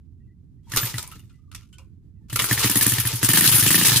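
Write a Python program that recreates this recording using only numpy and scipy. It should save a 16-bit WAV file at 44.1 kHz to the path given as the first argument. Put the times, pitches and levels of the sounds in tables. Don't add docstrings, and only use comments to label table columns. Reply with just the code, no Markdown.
import sys
import numpy as np
from scipy import signal
from scipy.fft import rfft, irfft
from scipy.io import wavfile
from scipy.ndimage import uniform_filter1d

SR = 44100
rng = np.random.default_rng(int(sys.argv[2]) if len(sys.argv) > 2 else 0)


def rack_gain(trim_db):
    fader = np.asarray(trim_db, float)
    return 10 ** (fader / 20)


def to_wav(sig):
    pcm = np.clip(np.atleast_2d(sig), -1, 1) * 32767
    pcm = np.round(pcm).astype(np.int16)
    wavfile.write(sys.argv[1], SR, pcm.T)


N = 176400
T = np.arange(N) / SR
TAIL = int(.4 * SR)

# frequency_hz, level_db
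TRAFFIC_COLOUR = [(15, -36.5), (25, -13), (87, 1), (285, -18.5), (416, -31), (560, -50.5), (1100, -54),
                  (2500, -59.5), (16000, -68)]
# frequency_hz, side_minus_mid_db
SIDE_DB = [(100, -6), (700, -17), (1300, -13.5), (2400, -7.5), (4400, 0.5), (15000, 0.5)]
# start_s, length_s, pitch_hz, level_db
BIRD = [
    (0.2, 0.034, 1900, -75),
    (0.27, 0.07, 1945, -73),
    (.21, .07, 2700, -88),
    (0.575, 0.034, 1945, -84),
    (2.155, .055, 1950, -84),
    (2.16, .04, 2600, -87),
    (2.22, .055, 1800, -82),
    (2.205, .03, 820, -76),
]
# time_s, level_db
KICK_SPIN = [
    (.63, -78),
    (.705, -54.5),
    (.76, -33.5),
    (.93, -39),
    (1.06, -51),
    (1.22, -68.5),
    (1.5, -86),
]
# time_s, level_db
RUN_SPIN = [
    (2.284, -66),
    (2.329, -41.5),
    (2.49, -29),
    (2.55, -26.5),
    (2.95, -27.5),
    (3.04, -32.5),
    (3.21, -33.5),
    (3.297, -25.5),
    (4.0, -27.5),
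]
# frequency_hz, density_db
GEAR_COLOUR = [(240, -11.5), (400, 0), (676, -13.5), (1840, -3.5), (2180, -1), (6740, -3.5), (11400, -8.5),
               (15000, -11), (16000, -17)]
# start_s, pitch_hz
RINGS = [(.81, 14000), (2.43, 13500), (1.18, 3600), (1.73, 1480), (1.79, 2800), (.645, 3300), (.668, 920),
         (1.194, 2880), (1.295, 2500), (1.296, 3530), (1.335, 2000), (1.385, 1230), (1.438, 1250),
         (1.478, 1180), (1.076, 9370), (1.79, 530)]
# level_db, t60_s
RING_SIZE = [(-22.5, 0.21), (-38, .1), (-60.5, 0.25), (-61, 0.35), (-54, 0.1), (-67.5, .1), (-55, 0.31),
             (-50, 0.065), (-64.5, 0.11), (-66, .08), (-67, .2), (-68, .12), (-69, .08), (-63, .08),
             (-46, 0.063), (-58.5, 0.17)]
# start_s, peak_db, centre_hz
TICKS = [(.698, -38, 11000), (.761, -10, 11000), (.771, -11, 9600), (.772, -10.5, 2000),
         (.853, -12.5, 11800), (.968, -37, 10600), (1.027, -19, 9000), (1.075, -24.5, 9500),
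         (1.123, -43, 9800), (1.193, -41, 9300), (1.329, -57, 13140), (2.392, -7, 2320), (2.398, -4, 1700),
         (2.4965, -18, 10900), (2.526, -3, 11200), (2.5925, -16, 11100), (2.698, -5.5, 10600),
         (2.714, -7, 11200), (2.756, -2.5, 8500), (2.865, 2.5, 11000), (2.919, -9, 11100),
         (2.936, -6, 11300), (2.999, -5, 11100), (3.0715, -5, 11200), (3.156, -12, 10700),
         (3.21, -34, 9200), (3.289, 2, 11000), (3.333, 0, 9970), (3.372, -0.5, 9100), (3.408, 2, 11500),
         (3.706, -0.5, 11500), (3.88, -10, 10700)]
# start_s, peak_db, ring_hz, rattle_over_ring_db
KNOCKS = [(0.718, -25.5, 1910, 4), (0.761, -19, 3540, 7), (0.77, -16, 1420, 7), (0.807, -34, 1390, -2),
          (0.856, -27.5, 1270, 6.5), (0.981, -26, 940, 7), (1.025, -29, 915, -15), (1.075, -36, 1010, -21),
          (1.114, -26.5, 1297, -7.5), (1.194, -48, 2790, -0.5), (1.294, -46.5, 1380, -5.5),
          (1.339, -65, 2040, -3), (1.388, -66.5, 1200, -11.5), (1.515, -40, 1270, 2.5),
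          (1.548, -34, 3490, 5.5), (1.727, -37.5, 3060, -9.5), (1.783, -34, 1050, -9),
          (2.298, -27.5, 2950, -1.5), (2.358, -23, 1075, 10), (2.391, -23.5, 1310, 13),
          (2.441, -19.5, 4400, 2), (2.599, -11.5, 1140, -10), (2.614, -15.5, 1350, -10),
          (2.627, -21, 1430, -14)]
# frequency_hz, density_db
KNOCK_COLOUR = [(240, -6), (400, -9), (753, -18), (1380, 1.5), (1580, -12.5), (2050, -6.5), (3690, -9),
                (13900, -9.5), (16000, -18.5)]
# start_s, thump_db, bark_db, ping_db, valve_db
STUMBLE = [(0.735, -23.5, -40.5, -33, -28.5), (0.829, -20.5, -41, -32, -26), (0.94, -22, -42.5, -35, -35),
           (1.16, -38, -51.5, -58, -64), (1.233, -38, -64, -76, -79), (2.327, -22, -39, -39, -28.5),
           (2.418, -25.5, -39, -32, -19.5), (2.51, -15.5, -26, -22.5, -15), (2.575, -26, -45, -25, -18),
           (2.642, -17, -23, -26, -14.5), (2.695, -29, -28, -31, -15.5), (2.755, -20.5, -23, -29, -14),
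           (2.809, -26, -33, -25.5, -13.5), (2.862, -19, -23.5, -28, -16), (2.919, -18, -33, -31, -16.5),
           (2.982, -18, -34.5, -28, -16.5), (3.051, -19, -37.5, -30, -22), (3.133, -19, -38, -51, -24.5),
           (3.228, -17, -24.5, -24, -13)]
# start_s, thump_db, bark_db, ping_db
RUNNING = [(3.288, -16, -25, -27), (3.335, -19.5, -27, -24), (3.371, -21.5, -26, -19.5),
           (3.409, -22.5, -27, -24), (3.44, -26, -27, -30), (3.474, -17, -32, -52), (3.514, -19, -42, -43),
           (3.541, -15, -35, -33), (3.581, -27, -28.5, -35), (3.624, -16, -32, -26),
           (3.662, -17, -25.5, -34), (3.703, -19.5, -26, -20), (3.742, -19.5, -23.5, -20.5),
           (3.777, -20, -26, -28), (3.811, -21.5, -26, -24), (3.847, -25, -33, -27.5),
           (3.881, -19.5, -34, -30), (3.917, -15, -32, -27), (3.958, -15.5, -31.5, -38),
           (3.993, -38, -36, -32)]
# time_s, factor
HEAT = [
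    (3.29, 1.057),
    (3.36, 1.377),
    (3.455, 1.56),
    (3.47, 1.113),
    (3.62, 0.977),
    (3.68, 1.154),
    (3.74, 1.32),
    (3.81, 1.435),
    (3.88, 1.07),
]
# centre_hz, width_hz, level_db
THUMP = [(120.2, 28.1, 7), (159, 50, -14.5), (78.8, 7.5, -15.5)]
# centre_hz, width_hz, level_db
BARK = [(220.7, 48.4, 0.5), (285.5, 65.3, 1.5), (365, 48, -15.5)]
# centre_hz, width_hz, level_db
PING = [(1795, 170, 7.5), (1270, 250, -8.5), (2840, 300, -8.5)]
# share_of_gap, level_db, t60_s, fin_ring_db
VALVES = [
    (0.01, -2.5, 0.13, 3),
    (.28, -3.5, 0.12, 5),
    (.62, -10.5, .05, 6),
]
# frequency_hz, density_db
VALVE_COLOUR = [(530, -38.5), (900, -14), (1800, -3), (2000, -9.5), (2890, -1), (3990, -5.5), (12300, -7),
                (15500, -2.5)]
# centre_hz, width_hz, level_db
FINS = [(9320, 550, -2.5), (10480, 900, -3.5), (11300, 720, 0.5)]
# centre_hz, width_hz, level_db
IDLE_FIN = (10000, 260, -1.5)


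def shape(x, points):
    hz, db = np.array(points, float).T
    f = np.maximum(np.arange(N // 2 + 1) * SR / N, 1)
    return irfft(rfft(x) * rack_gain(np.interp(np.log(f), np.log(hz), db)), N)


def noise(points):
    mid, side = shape(rng.standard_normal((2, N)), points)
    side = shape(side, SIDE_DB)
    return np.array([mid + side, mid - side]) / np.std(mid)


def walk(rate):
    k = int(SR / rate)
    steps = np.repeat(rng.standard_normal(N // k + 1), k)
    return 1.305 * uniform_filter1d(uniform_filter1d(steps, k), k)[:N]


def ring(x, hz, width):
    return signal.lfilter(*signal.iirpeak(hz, hz / width, SR), x)


def pipe(x, modes):
    return sum(rack_gain(db) * SR / w * ring(ring(x, hz, w), hz, w) for hz, w, db in modes) / 2


def blow(db):
    return np.r_[rack_gain(db), np.zeros(TAIL - 1)]


def kicks(times, dbs):
    x = np.zeros(N)
    np.add.at(x, np.clip((times * SR).astype(int), 0, N - 1), rack_gain(dbs))
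    return x


def fade(x, t60, rise=.001):
    p = np.exp(-np.log(1000) / (t60 * SR))
    q = np.exp(-1 / (rise * SR))
    return signal.lfilter([1 - q], [1, -q], signal.lfilter([1], [1, -p], x))


def clumpy(x):
    bands_hz = 1400 * 2 ** np.arange(0, 3.1, .5)
    return x + sum((rack_gain(3.5 * walk(45) - 1.5) - 1) * ring(x, hz, hz / 4) for hz in bands_hz)


def add(out, s, x):
    i = int(s * SR)
    out[..., i:i + x.shape[-1]] += x[..., :N - i]


def yard():
    level_db, rise_db_per_s, pan_db = -48, 0.5, -6.5
    swell = rack_gain(level_db + rise_db_per_s * (T - 2) + 1.1 * walk(9) + 1.3 * walk(42))
    song = bird()
    return noise(TRAFFIC_COLOUR) * swell * rack_gain(np.array([[pan_db], [-pan_db]]) / 2) + song


def bird():
    warble = 2.3 * walk(60)
    out = np.zeros(N)
    for s, length, hz, db in BIRD:
        envelope = np.clip(1 - (2 * (T - s) / length - 1) ** 4, 0, 1)
        out += rack_gain(db) * envelope * np.sin(2 * np.pi * hz * T + warble)
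    return out


def spin_db(t):
    curves = [np.array(c, float).T for c in (KICK_SPIN, RUN_SPIN)]
    return np.maximum(*[np.interp(t, *c, left=-120, right=-120) for c in curves])


def gears():
    level_db = -4
    mesh = rack_gain(spin_db(T) + level_db + 2.54 * walk(300) + 3.3 * walk(40)) * noise(GEAR_COLOUR)
    return mesh + 3.27 * ring(mesh, 910, 90) + 1.2 * ring(mesh, 1200, 150)


def thin_rings():
    out, wobble = np.zeros((2, N)), 0.55 * walk(240)
    for (s, hz), (db, t60) in zip(RINGS, RING_SIZE):
        tone = np.sin(2 * np.pi * hz * T[:TAIL] + wobble[int(s * SR):][:TAIL])
        add(out, s, fade(blow(db), t60, rise=.003) * tone)
    return out


def ticks(white):
    level_db, t60_s, width_hz, length = -1.5, 0.017, 2900, 3000
    out = np.zeros((2, N))
    for k, (s, db, hz) in enumerate(TICKS):
        tick = fade(blow(db + level_db), t60_s, rise=.0007)[:length]
        add(out, s, ring(tick * white[:, k * length:(k + 1) * length], hz, width_hz))
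    return out


def loose_parts():
    return clumpy(noise(KNOCK_COLOUR)) * rack_gain(2.5 * walk(400) + 1.1 * walk(60))


def knocks(rattle, white):
    level_db, ring_db, ring_t60_s, ring_width_hz = -8.5, -6, 0.17, 83
    rattle_t60_s, tail_db, tail_t60_s, soft_hz = 0.061, -14.5, 0.31, 10240
    band = signal.butter(2, [800, soft_hz], "band", fs=SR, output="sos")
    dull = signal.sosfilt(band, rattle)
    out = np.zeros((2, N))
    for s, db, hz, rattle_db in KNOCKS:
        hit, cut = blow(db + level_db), slice(int(s * SR), int(s * SR) + TAIL)
        loose = fade(hit, ring_t60_s) * white[:, cut]
        body = ring(loose, hz, ring_width_hz)
        body = body + 0.53 * ring(loose, min(hz * 2.3, 2800), 2 * ring_width_hz)
        shiver = fade(hit, rattle_t60_s, rise=.0007) + rack_gain(tail_db) * fade(hit, tail_t60_s, rise=0.012)
        texture = rattle if s < 1.25 or s > 2 else dull
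        add(out, s, shiver * rack_gain(rattle_db) * texture[:, cut] + 7 * rack_gain(ring_db) * body)
    return out


def exhaust():
    thump_db, bark_db, ping_db, ping_t60_s, ping_rise_s = -9, 1.5, -6, 0.06, .002
    hot_damping, bark_heat_share, cold_end_share = 1.25, 0.17, 0.44
    click, pitch_spread = 17.2, .025
    strokes = np.r_[np.array(STUMBLE, float)[:, :4], np.array(RUNNING, float)]
    low, pings = np.zeros(N), np.zeros((2, N))
    gas = noise([(100, 0.017), (9000, 0.014)])
    tunes = 1 + pitch_spread * rng.standard_normal(len(strokes))
    for k, (s, thump, bark, ping) in enumerate(strokes):
        running = k >= len(STUMBLE)
        heat = np.interp(s, *np.array(HEAT).T) if running else 1
        damping = hot_damping if running else 1
        pulse = blow(thump + thump_db)
        add(low, s, -pipe(pulse, [(hz * heat, w * damping, db) for hz, w, db in THUMP]))
        add(low, s, -cold_end_share * min(4 * (heat - 1), 1) * pipe(pulse, THUMP[:1]))
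        tailpipe = [(hz * heat ** bark_heat_share, w, db) for hz, w, db in BARK]
        add(low, s + .0023, pipe(blow(bark + bark_db)[:TAIL // 2], tailpipe))
        hit = blow(ping + ping_db)[:TAIL // 4]
        hiss = fade(hit, ping_t60_s, rise=ping_rise_s) * gas[:, k * 4000:][:, :len(hit)]
        puff = hiss + click * np.roll(hit, int(ping_rise_s * SR))
        add(pings, s, 8 * sum(rack_gain(db) * ring(puff, hz * tunes[k], w) for hz, w, db in PING))
    return pings + low, low


def valve_gear(low):
    level_db, scatter_db, longest_gap_s = -3.5, 1.5, .1
    run_db, puff_db, fins_pan_db = 13, 15, 3.5
    cold, hot = np.array(STUMBLE, float), np.array(RUNNING, float)
    s = np.r_[cold[:, 0], hot[:, 0]]
    loudness = np.r_[cold[:, 4], spin_db(hot[:, 0]) + run_db]
    gap = np.minimum(np.diff(s, append=s[-1] + .04), longest_gap_s)
    chance = rng.standard_normal((len(s), 2 * len(VALVES)))
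    metal = clumpy(noise(VALVE_COLOUR)) * rack_gain(puff_db * low + 2.0 * walk(150))
    pan = np.array([[fins_pan_db], [-fins_pan_db]])
    out = np.zeros((2, N))
    for k, (share, db, t60, fin_db) in enumerate(VALVES):
        times = s + gap * (share + 0.015 * k * chance[:, 2 * k])
        scatter = scatter_db * min(k, 1) * chance[:, 2 * k + 1]
        clack = fade(kicks(times, loudness + db + level_db + scatter), t60, rise=.0007) * metal
        fins = sum(rack_gain(g) * ring(clack, hz, w) for hz, w, g in FINS)
        fins = fins + rack_gain(IDLE_FIN[2]) * ring(clack * (T < hot[0, 0]), *IDLE_FIN[:2])
        out = out + clack + rack_gain(fin_db + pan) * fins
    return out


def shed_slap(bike):
    delay_s, level_db = .011, -11.5
    return rack_gain(level_db) * np.roll(bike[::-1], int(delay_s * SR), axis=1) * (T > .1)


def scene():
    pulses, low = exhaust()
    engine = pulses + valve_gear(low)
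    bike = engine + gears()
    rattle = loose_parts()
    white = noise([(100, 0.011), (9000, 0.014)])
    bike = bike + thin_rings() + ticks(white) + knocks(rattle, white)
    return bike + shed_slap(bike) + yard()


def roll_off(x):
    return signal.sosfilt(signal.butter(12, 16820, fs=SR, output="sos"), x)


def record(dry):
    top_hz = 15480
    rounded = np.tanh(1.232 * dry) / 1.223
    mix = signal.sosfilt(signal.ellip(10, .3, 80, top_hz, fs=SR, output="sos"), rounded)
    return roll_off(mix)


dry = scene()
out = record(dry)
to_wav(out)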